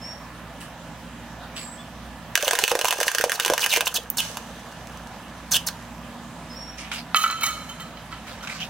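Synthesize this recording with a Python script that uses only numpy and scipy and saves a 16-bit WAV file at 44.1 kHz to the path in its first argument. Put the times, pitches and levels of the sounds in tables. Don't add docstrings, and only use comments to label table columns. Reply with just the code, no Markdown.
import sys
import numpy as np
from scipy import signal
from scipy.io import wavfile
from scipy.ndimage import uniform_filter1d

SR = 44100
rng = np.random.default_rng(int(sys.argv[2]) if len(sys.argv) > 2 else 0)


def int16_out(signal):
    q = np.round(np.clip(np.atleast_2d(signal).T, -1, 1) * 32767)
    wavfile.write(sys.argv[1], SR, q.astype(np.int16))


N = 383229
TIME = np.arange(N) / SR


def from_db(db):
    return 10 ** (np.asarray(db) / 20)


def rms_one(x):
    return x / np.sqrt(np.mean(x ** 2) + 1e-20)


def add(out, s, sound):
    i = int(s * SR)
    out[..., i:i + sound.shape[-1]] += sound[..., :N - i]


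def stereo(mid, side, width=1):
    return mid + width * side * [[1], [-1]]


def filtered(x, hz, kind, order=2):
    sos = signal.butter(order, np.clip(hz, 10, .45 * SR), kind, fs=SR, output="sos")
    return signal.sosfilt(sos, x + 1e-18)


def drift(rate_hz):
    knots = rng.standard_normal(int(2 * rate_hz * N / SR) + 2)
    return rms_one(np.interp(TIME * 2 * rate_hz, np.arange(len(knots)), knots))


def envelope(s, attack_s, hold_s, fade_s):
    age = TIME - s
    return np.clip(age / attack_s, 0, 1) * np.exp(-np.clip((age - hold_s) / fade_s, 0, 40))


def resonance(x, hz, width_hz):
    r, w = np.exp(-np.pi * width_hz / SR), 2 * np.pi * hz / SR
    return signal.lfilter(np.array([1, 0, -1]) * (1 - r * r) / 2, [1, -2 * r * np.cos(w), r * r], x + 1e-18)


def ring(x, hz, t60):
    r, w = np.exp(-np.log(1000) / (t60 * SR)), 2 * np.pi * hz / SR
    return signal.lfilter([0, np.sin(w)], [1, -2 * r * np.cos(w), r * r], x + 1e-18)


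def grains(per_s, spread_db):
    sizes = from_db(spread_db * np.minimum(rng.exponential(1, N), 4)) * rng.choice([-1, 1], N)
    return rms_one(sizes * (rng.random(N) < per_s / SR))


def coloured(spectrum, sources, flicker_db):
    # frequency in Hz, likeness from 0 to 1.
    likeness = [(100, 0.98), (1000, 0.96), (3000, 0.53), (7000, 0.067), (15000, 0.18)]
    out, edges = 0, 31.25 * 2 ** np.arange(0, 9.1, 1 / 3)
    curves = np.transpose(spectrum), np.transpose(likeness)
    for k, (low, high) in enumerate(zip(edges, edges[1:])):
        log_centre = np.log(low * high) / 2
        band_db, alike = (np.interp(log_centre, np.log(hz), values) for hz, values in curves)
        if high > spectrum[0][0]:
            mid, side = filtered(sources[k % 2], [low, high], "band")
            band = stereo(np.sqrt(1 + alike) * mid, side, np.sqrt(1 - alike))
            out = out + from_db(band_db + flicker_db * drift(8)) * band
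    return rms_one(out)


def scattered(x, t60, band_hz):
    t = np.arange(SR // 2) / SR
    mid, side = rng.standard_normal((2, len(t))) * np.exp(-np.log(1000) * t / t60) * (t > .001)
    tail = filtered(stereo(mid, filtered(side, 5700, "high", order=1)), band_hz, "band", order=1)
    return signal.fftconvolve(x[None], tail / np.sqrt(np.sum(tail ** 2) / 2), axes=1)[:, :N]


def motor(waver=0.00305, throb_db=2.5):
    # frequency in Hz, relative level in dB.
    partials = [(59.2, -50), (118.4, -55), (166.9, -50.5), (236.9, -51.5), (646.0, -63), (995.9, -59.5),
                (1287, -68), (1696, -59.5), (1755, -59.5)]
    out, turn = np.zeros(N), 2 * np.pi * np.cumsum(1 + waver * drift(2)) / SR
    for hz, db in partials:
        gain = np.sqrt(2) * from_db(db - 1 + throb_db * drift(4))
        out += gain * np.sin(hz * turn + rng.uniform(0, 2 * np.pi))
    return out


def yard_air(level_db=-40.5):
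    # frequency in Hz, relative spectral density in dB.
    spectrum = [(18, -45), (30, -43), (48, -9), (85, -8.5), (173, -3.5), (237, -2.5), (420, -21),
                (518, -9.5), (1020, -10), (1720, -16), (2240, -19), (3230, -19), (4090, -26), (6370, -27),
                (15500, -37)]
    return from_db(level_db) * coloured(spectrum, rng.standard_normal((2, 2, N)), flicker_db=1.5)


def birds(waver=0.00604, rise_share=0.42, flutter_db=2.5, overtones_db=-25, wet_db=-5):
    # start and length in seconds, relative level in dB, first and last pitch in Hz.
    whistles = [(0.013, .12, -40.5, 5300, 5540), (1.551, .21, -44, 7830, 8020),
                (1.608, 0.12, -46.5, 7300, 7500), (1.773, 0.043, -52, 3130, 3460),
                (6.496, 0.2, -42.5, 5160, 5550)]
    out, wobble = np.zeros(N), 1 + waver * drift(60)
    for s, length, db, first_hz, last_hz in whistles:
        gain = np.sqrt(2) * from_db(db - 2) * envelope(s, attack_s=0.0047, hold_s=length, fade_s=0.013)
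        hz = first_hz + (last_hz - first_hz) * np.clip((TIME - s) / (rise_share * length), 0, 1) ** 2
        turn = np.pi * np.cumsum(hz * wobble) / SR
        out += gain * (np.sin(2 * turn) + from_db(overtones_db) * (np.sin(3 * turn) + np.sin(4 * turn)))
    out *= from_db(flutter_db * drift(35))
    return out + from_db(wet_db) * scattered(out, t60=0.34, band_hz=[2000, 10000])


def grit_scuffs(fade=0.82, bright_hz=5000):
    # start and length in seconds, level in dB, treble lift in dB.
    scuffs = [(0.601, 0.051, -49.5, 14.5), (1.559, 0.068, -45, 15), (6.77, 0.11, -35.5, -8),
              (6.915, 0.014, -22, -13), (6.928, 0.058, -33, 4.5), (8.108, 0.072, -39, -18),
              (8.263, 0.1, -39, 1.5), (8.424, 0.05, -37, -3), (8.472, 0.0097, -26.5, -23),
              (8.485, .11, -33.5, -2.5), (8.599, 0.055, -46.5, 13.5)]
    # frequency in Hz, relative spectral density in dB.
    spectrum = [(530, -38), (900, -7.5), (1430, 0), (1710, -4), (3030, 2), (3580, -5), (5240, -6),
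                (14300, -19.5), (15500, -28)]
    crunch = np.array([[grains(3500, 6), grains(4900, 3)] for pair in range(2)])
    grit = coloured(spectrum, crunch, flicker_db=3.5)
    treble = filtered(grit, bright_hz, "high", order=1)
    out = np.zeros((2, N))
    for s, length, db, bright_db in scuffs:
        age = np.clip((TIME - s) / length, 0, 9)
        gain = from_db(db) * np.minimum(age * 9, 1) * np.exp(-fade * age ** 2)
        out += gain * (grit + (from_db(bright_db) - 1) * treble)
    return out


def rebounds(collapses, delay_s=0.006, weaker_db=-11.5):
    chance = rng.uniform(-1, 1, (len(collapses), 3))
    return [(s + delay_s * (1 + late / 2), db + weaker_db - soft / 2, thump_db, hz * 2 ** (sharp / 2))
            for (s, db, thump_db, hz), (late, soft, sharp) in zip(collapses, chance)]


def pops(lead_s=0.00205, swell_s=0.0004, crack_s=0.0017, spray_s=0.002, snap_s=0.00025,
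         ring_cycles=1.41, thump_hz=560, thump_s=0.0022):
    # start in seconds, relative level in dB, thump offset in dB,
    # pitch in Hz at which the pop rings (bubble or bucket).
    collapses = [(2.353, 5.5, -36, 1760), (2.374, -1, -19, 1550), (2.407, -14, -33, 1530),
                 (2.424, -5.5, -20, 2300), (2.478, -1, -21, 573), (2.508, -3.5, -15, 1700),
                 (2.531, -4.5, -11.5, 920), (2.551, -10, -19, 1570), (2.587, -4, -19, 958),
                 (2.637, 3.5, -31, 2750), (2.677, -0.5, -24, 2490), (2.714, -2, -11.5, 530),
                 (2.751, -6, -5, 519), (2.789, -5.5, -16, 549), (2.811, -5, -13, 960),
                 (2.844, -4.5, -15, 684), (2.852, -3.5, -19, 950), (2.881, -6, -20, 972),
                 (2.906, -0.5, -20.5, 2870), (2.924, -4.5, -15.5, 990), (3.001, -5, -23, 1740),
                 (3.01, -4.5, -11.5, 560), (3.029, -4.5, -35, 1750), (3.079, -2, -28, 1720),
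                 (3.114, -11, -26.5, 1690), (3.147, -3.5, -15, 1720), (3.182, -3.5, -32, 1780),
                 (3.209, -5.5, -21, 1580), (3.238, -1.5, -9, 563), (3.294, -5.5, -16.5, 1750),
                 (3.317, -3, -22, 1800), (3.397, 1, -50, 2870), (3.447, -2.5, -32, 2850),
                 (3.459, -2.5, -13.5, 958), (3.478, -7, -30, 1760), (3.498, -4.5, -3, 501),
                 (3.534, -2.5, -12, 900), (3.577, -4, -36, 2650), (3.592, -12.5, -29, 1780),
                 (3.643, -12, -17, 1730), (3.66, -1, -31, 1880), (3.76, -8, -13, 2890),
                 (3.77, -5.5, -23.5, 2640), (3.806, -3, -30, 2830), (3.868, -8.5, -13, 870),
                 (3.942, -29, -35, 2800), (3.96, -22.5, -38, 3090), (4.369, -10, -44, 853),
                 (5.686, -22, -24, 1580)]
    out, t = np.zeros((2, N)), np.arange(SR // 20) / SR - lead_s
    after = np.maximum(t, 0)
    swell = np.exp(np.minimum(t, 0) / swell_s)
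    burst = swell * (np.exp(-after / crack_s) + from_db(-11) * np.exp(-after / spray_s))
    snap = -np.exp(-after / snap_s) * (t >= 0)
    for s, db, thump_db, hz in list(collapses) + rebounds(collapses):
        mid, side = filtered(rng.standard_normal((2, len(t))), [1300, 13000], "band", order=1)
        crack = from_db(0.83 * db - 7) * stereo(mid, side, 0.22) * burst
        ring_gain = from_db(4 * np.log2(hz / 1500))
        ringing = ring_gain * np.sin(2 * np.pi * hz * after) * np.exp(-after * hz / ring_cycles)
        detune = from_db(rng.normal(0, 1.84))
        thump = np.sin(2 * np.pi * thump_hz * detune * after) * np.exp(-after / thump_s)
        add(out, s, crack + from_db(db - 6) * (snap + ringing) + from_db(db + thump_db + 4) * thump)
    return filtered(out, 385, "high", order=3)


def churn(start_s=2.36, pour_s=1.14, fizz_db=-35.5, gurgle_db=-36, clump_db=3):
    fizz_gain = from_db(fizz_db) * envelope(start_s, attack_s=0.1, hold_s=pour_s, fade_s=0.42)
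    gurgle_gain = from_db(gurgle_db) * envelope(start_s, attack_s=0.1, hold_s=pour_s, fade_s=0.72)
    spray = np.array([grains(12000, 1.5), grains(12000, 3)])
    mid, side = rms_one(filtered(spray, [1700, 11000], "band", order=1) * from_db(clump_db * drift(70)))
    pitches_hz = np.geomspace(460, 2000, 16)
    births, size = grains(450, 4.9), rng.integers(0, len(pitches_hz), N)
    gurgle = sum(ring(births * (size == k), hz, t60=14 / hz) for k, hz in enumerate(pitches_hz))
    return fizz_gain * stereo(mid, side, 0.5) + gurgle_gain * rms_one(gurgle)


def sizzles(newborn_ratio=3.1, width_hz=380, overtone=1.3, hiss_db=3, splash_db=-15, ring_s=0.022):
    # start and length in seconds, relative level in dB, full-grown pitch in Hz.
    pockets = [(2.391, 0.045, -31, 1515), (2.44, 0.041, -27, 2600), (2.544, .034, -40, 2990),
               (2.653, 0.034, -28, 3000), (2.695, .025, -21.5, 2400), (2.869, 0.027, -26, 2715),
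               (3.061, 0.026, -26, 3540), (3.331, 0.03, -26, 4410), (3.417, 0.02, -30.5, 2750),
               (3.604, 0.046, -21, 2520), (3.689, .092, -22.5, 2133), (3.855, 0.027, -22.5, 3100),
               (3.941, 0.035, -15.5, 3320), (4.17, .039, -15.5, 2953), (5.511, 0.061, -21.5, 3074),
               (5.665, 0.023, -27, 4220)]
    out, t = np.zeros((2, N)), np.arange(SR // 8) / SR
    flutter = from_db(3 * drift(250))
    wobble = 1 + .07 * drift(130)
    for s, length, db, last_hz in pockets:
        young = np.linspace(1, 0, int(length * SR))
        hz = last_hz * (1 + (newborn_ratio - 1) * young ** 4) * wobble[int(s * SR):][:len(young)]
        turn = 2 * np.pi * np.cumsum(hz) / SR
        noise = rng.standard_normal((7, SR // 4))[:, :len(young)]
        narrow = rms_one(filtered(noise[:2], width_hz, "low"))
        wide = rms_one(filtered(noise[2:4], 2 * width_hz, "low"))
        lower = narrow[0] * np.cos(turn) + narrow[1] * np.sin(turn)
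        upper = wide[0] * np.cos(overtone * turn) + wide[1] * np.sin(overtone * turn)
        pocket = filtered(lower + from_db(-8) * upper, 0.91 * last_hz, "high", order=5)
        mid, side = rms_one(filtered(noise[4:6], 1.32 * last_hz, "high", order=3))
        hiss = from_db(hiss_db) * stereo(mid, side, 0.45)
        splash = from_db(splash_db) * rms_one(filtered(noise[6], [420, 1900], "band"))
        swell = from_db(db - 3.5 - 5 * young ** 3) * np.minimum(1, young * 12)
        add(out, s, swell * (pocket + hiss + splash))
        after_ring = np.sin(2 * np.pi * last_hz * t) * np.exp(-t / ring_s)
        add(out, s + length, from_db(db - 17) * after_ring)
    return out * flutter


def gulps(fade_s=0.0082, rise_per_s=3):
    # start in seconds, relative level in dB, starting pitch in Hz.
    bubbles = [(2.432, -16, 567), (2.48, -17, 543), (2.717, -13.5, 493), (2.734, -18, 524),
               (2.752, -15, 504), (3.24, -12.5, 548), (3.262, -19, 466), (3.502, -16.5, 385),
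               (3.509, -17.5, 570), (3.522, -13, 517), (3.775, -20.5, 460)]
    out, t = np.zeros(N), np.arange(SR // 10) / SR
    for s, db, hz in bubbles:
        turn = 2 * np.pi * hz * t * (1 + rise_per_s * t / 2)
        add(out, s, from_db(db) * np.sin(turn) * np.exp(-t / fade_s))
    return out


def bucket(x, walls_db=-9, yard_db=-14):
    # frequency and width in Hz, relative level in dB.
    modes = [(489, 22, 0.5), (650, 200, 0.5), (958, 140, 6), (1133, 124, 3), (1574, 180, 9),
             (1750, 100, -2.5), (2534, 460, 2), (2926, 360, -2.5), (5430, 220, -9), (6160, 200, 6.5)]
    x = x + sum(from_db(db - 1) * resonance(x, hz, width) for hz, width, db in modes)
    mono = x.mean(axis=0)
    walls = from_db(walls_db) * scattered(mono, t60=0.073, band_hz=[467, 9100])
    tail = from_db(yard_db) * scattered(mono, t60=0.24, band_hz=[490, 12200])
    return x + walls + tail


def spit(start_s=4.101, gain_db=-1.4, fade_s=0.0018):
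    out, t = np.zeros((2, N)), np.arange(SR // 50) / SR
    mid, side = rms_one(resonance(rng.standard_normal((2, len(t))), hz=14800, width_hz=900))
    add(out, start_s, from_db(gain_db) * stereo(mid, side, 0.5) * np.exp(-t / fade_s))
    return out


def froth(start_s=4.21, attack_s=0.008, rush_db=-33, linger_db=-51):
    hiss = rng.standard_normal((2, N))
    rush = rms_one(filtered(hiss, [2500, 8000], "band", order=1))
    ticks = rms_one(filtered(grains(200, 6.7) + from_db(-3) * hiss, [2800, 9000], "band", order=1))
    return (from_db(rush_db) * envelope(start_s, attack_s, 0, fade_s=0.07) * rush
            + from_db(linger_db) * envelope(start_s, attack_s, 0, fade_s=0.96) * ticks)


def cup(contact_hz=1600, softening=0.14, tick_db=-12, tick_s=0.0048, crush_db=-33.5, wet_db=-13):
    # frequency in Hz, relative level in dB, seconds to fall 60 dB.
    modes = [(1130, -29, 0.33), (1252, -20.5, .33), (1321, -13, 0.11), (1335, -20, 0.27), (1354, -20, 0.16),
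             (1490, -32, 0.37), (1720, -22, 0.11), (1974, -19.5, .13), (2270, -15.5, 0.065),
             (2600, -17.5, 0.047), (2910, -22, 0.13), (3060, -14, 0.14), (3100, -12, 0.14),
             (3660, -15, .046), (4080, -6, 0.046), (4250, -10, 0.037), (6580, -10, 0.048), (7500, -9, .03),
             (11400, -16, .015), (14300, -20, 0.01)]
    # time in seconds, strength in dB.
    knocks = [(7.146, 5.5), (7.24, -2), (7.262, -10.5), (7.301, -10), (7.326, -15), (7.421, -16),
              (7.436, -15), (7.799, -24.5), (7.972, -29), (8.126, -25), (8.409, -33)]
    # start and fade time in seconds, strength in dB.
    skids = [(7.155, 0.067, -17), (7.227, 0.0089, -25), (7.306, 0.017, -39), (7.408, 0.022, -23),
             (7.431, 0.049, -19.5), (7.688, 0.039, -35), (7.8, 0.034, -36), (8.118, .025, -45)]
    knock_s, knock_db = np.transpose(knocks)
    at = (knock_s * SR).astype(int)
    dull_hz = contact_hz * from_db(-softening * knock_db)
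    drag = sum(from_db(db) * envelope(s, 0.0031, 0, fade_s) for s, fade_s, db in skids)
    rub = drag * grains(5000, 3.9) * from_db(3 * drift(45))
    rub_force = from_db(5) * rub / np.sqrt(SR / 100)
    out, t = np.zeros(N), np.arange(SR // 20) / SR
    for hz, db, t60 in modes:
        clicks = np.zeros(N)
        clicks[at] = from_db(knock_db + rng.normal(0, 2, len(at))) / np.hypot(1, (hz / dull_hz) ** 2)
        rattle = from_db(3.5 * drift(35))
        out += from_db(db) * rattle * ring(clicks + rub_force, hz, t60)
    for s, db in knocks:
        tick = filtered(rng.standard_normal(len(t)), [1000, 4000], "band") * np.exp(-t / tick_s)
        add(out, s, from_db(db + tick_db) * tick)
    crushed = np.minimum(drag / from_db(crush_db), 1)
    grit = from_db(0.5) * crushed * filtered(rub, [3000, 13000], "band", order=1)
    out = filtered(out + grit, 1060, "high")
    return out + from_db(wet_db) * scattered(out, t60=0.92, band_hz=[695, 7600])


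def from_right(x, lag_samples):
    return np.array([np.interp(np.arange(N) - lag_samples, np.arange(N), x[0]), x[1]])


def scene():
    # time in seconds, relative level in dB.
    boiling = [(2.35, 11.5), (2.39, 15.5), (2.8, 18), (3.25, 11.5), (3.55, 8), (3.8, 6), (4.1, -8),
               (5.5, 2.5)]
    violence = from_db(np.interp(TIME, *np.transpose(boiling)) - 2)
    pour = bucket(violence * (pops() + gulps() + sizzles() + spit() + churn()) + froth())
    return pour + from_right(cup() + grit_scuffs(), lag_samples=2.6) + birds() + motor() + yard_air()


def record(dry, limit_db=-12, release_db_per_s=17, attack_s=0.00087, tilt_db=1.23, cutoff_hz=15900):
    left = np.convolve(dry[0], [.1, .8, .1], "same")
    x = np.array([left * from_db(-tilt_db), dry[1] * from_db(tilt_db)])
    power = uniform_filter1d(np.mean(x ** 2, axis=0), size=130)
    over_db = np.maximum(10 * np.log10(np.maximum(power, 1e-12)) - limit_db, 0)
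    held_db = np.maximum.accumulate(over_db + release_db_per_s * TIME) - release_db_per_s * TIME
    pole = np.exp(-1 / (attack_s * SR))
    reduction_db = signal.lfilter([1 - pole], [1, -pole], held_db)
    x = np.clip(x * from_db(-reduction_db), -1, 1)
    return signal.sosfilt(signal.ellip(10, .2, 80, cutoff_hz, fs=SR, output="sos"), x)


dry = scene()
out = record(dry)
int16_out(out)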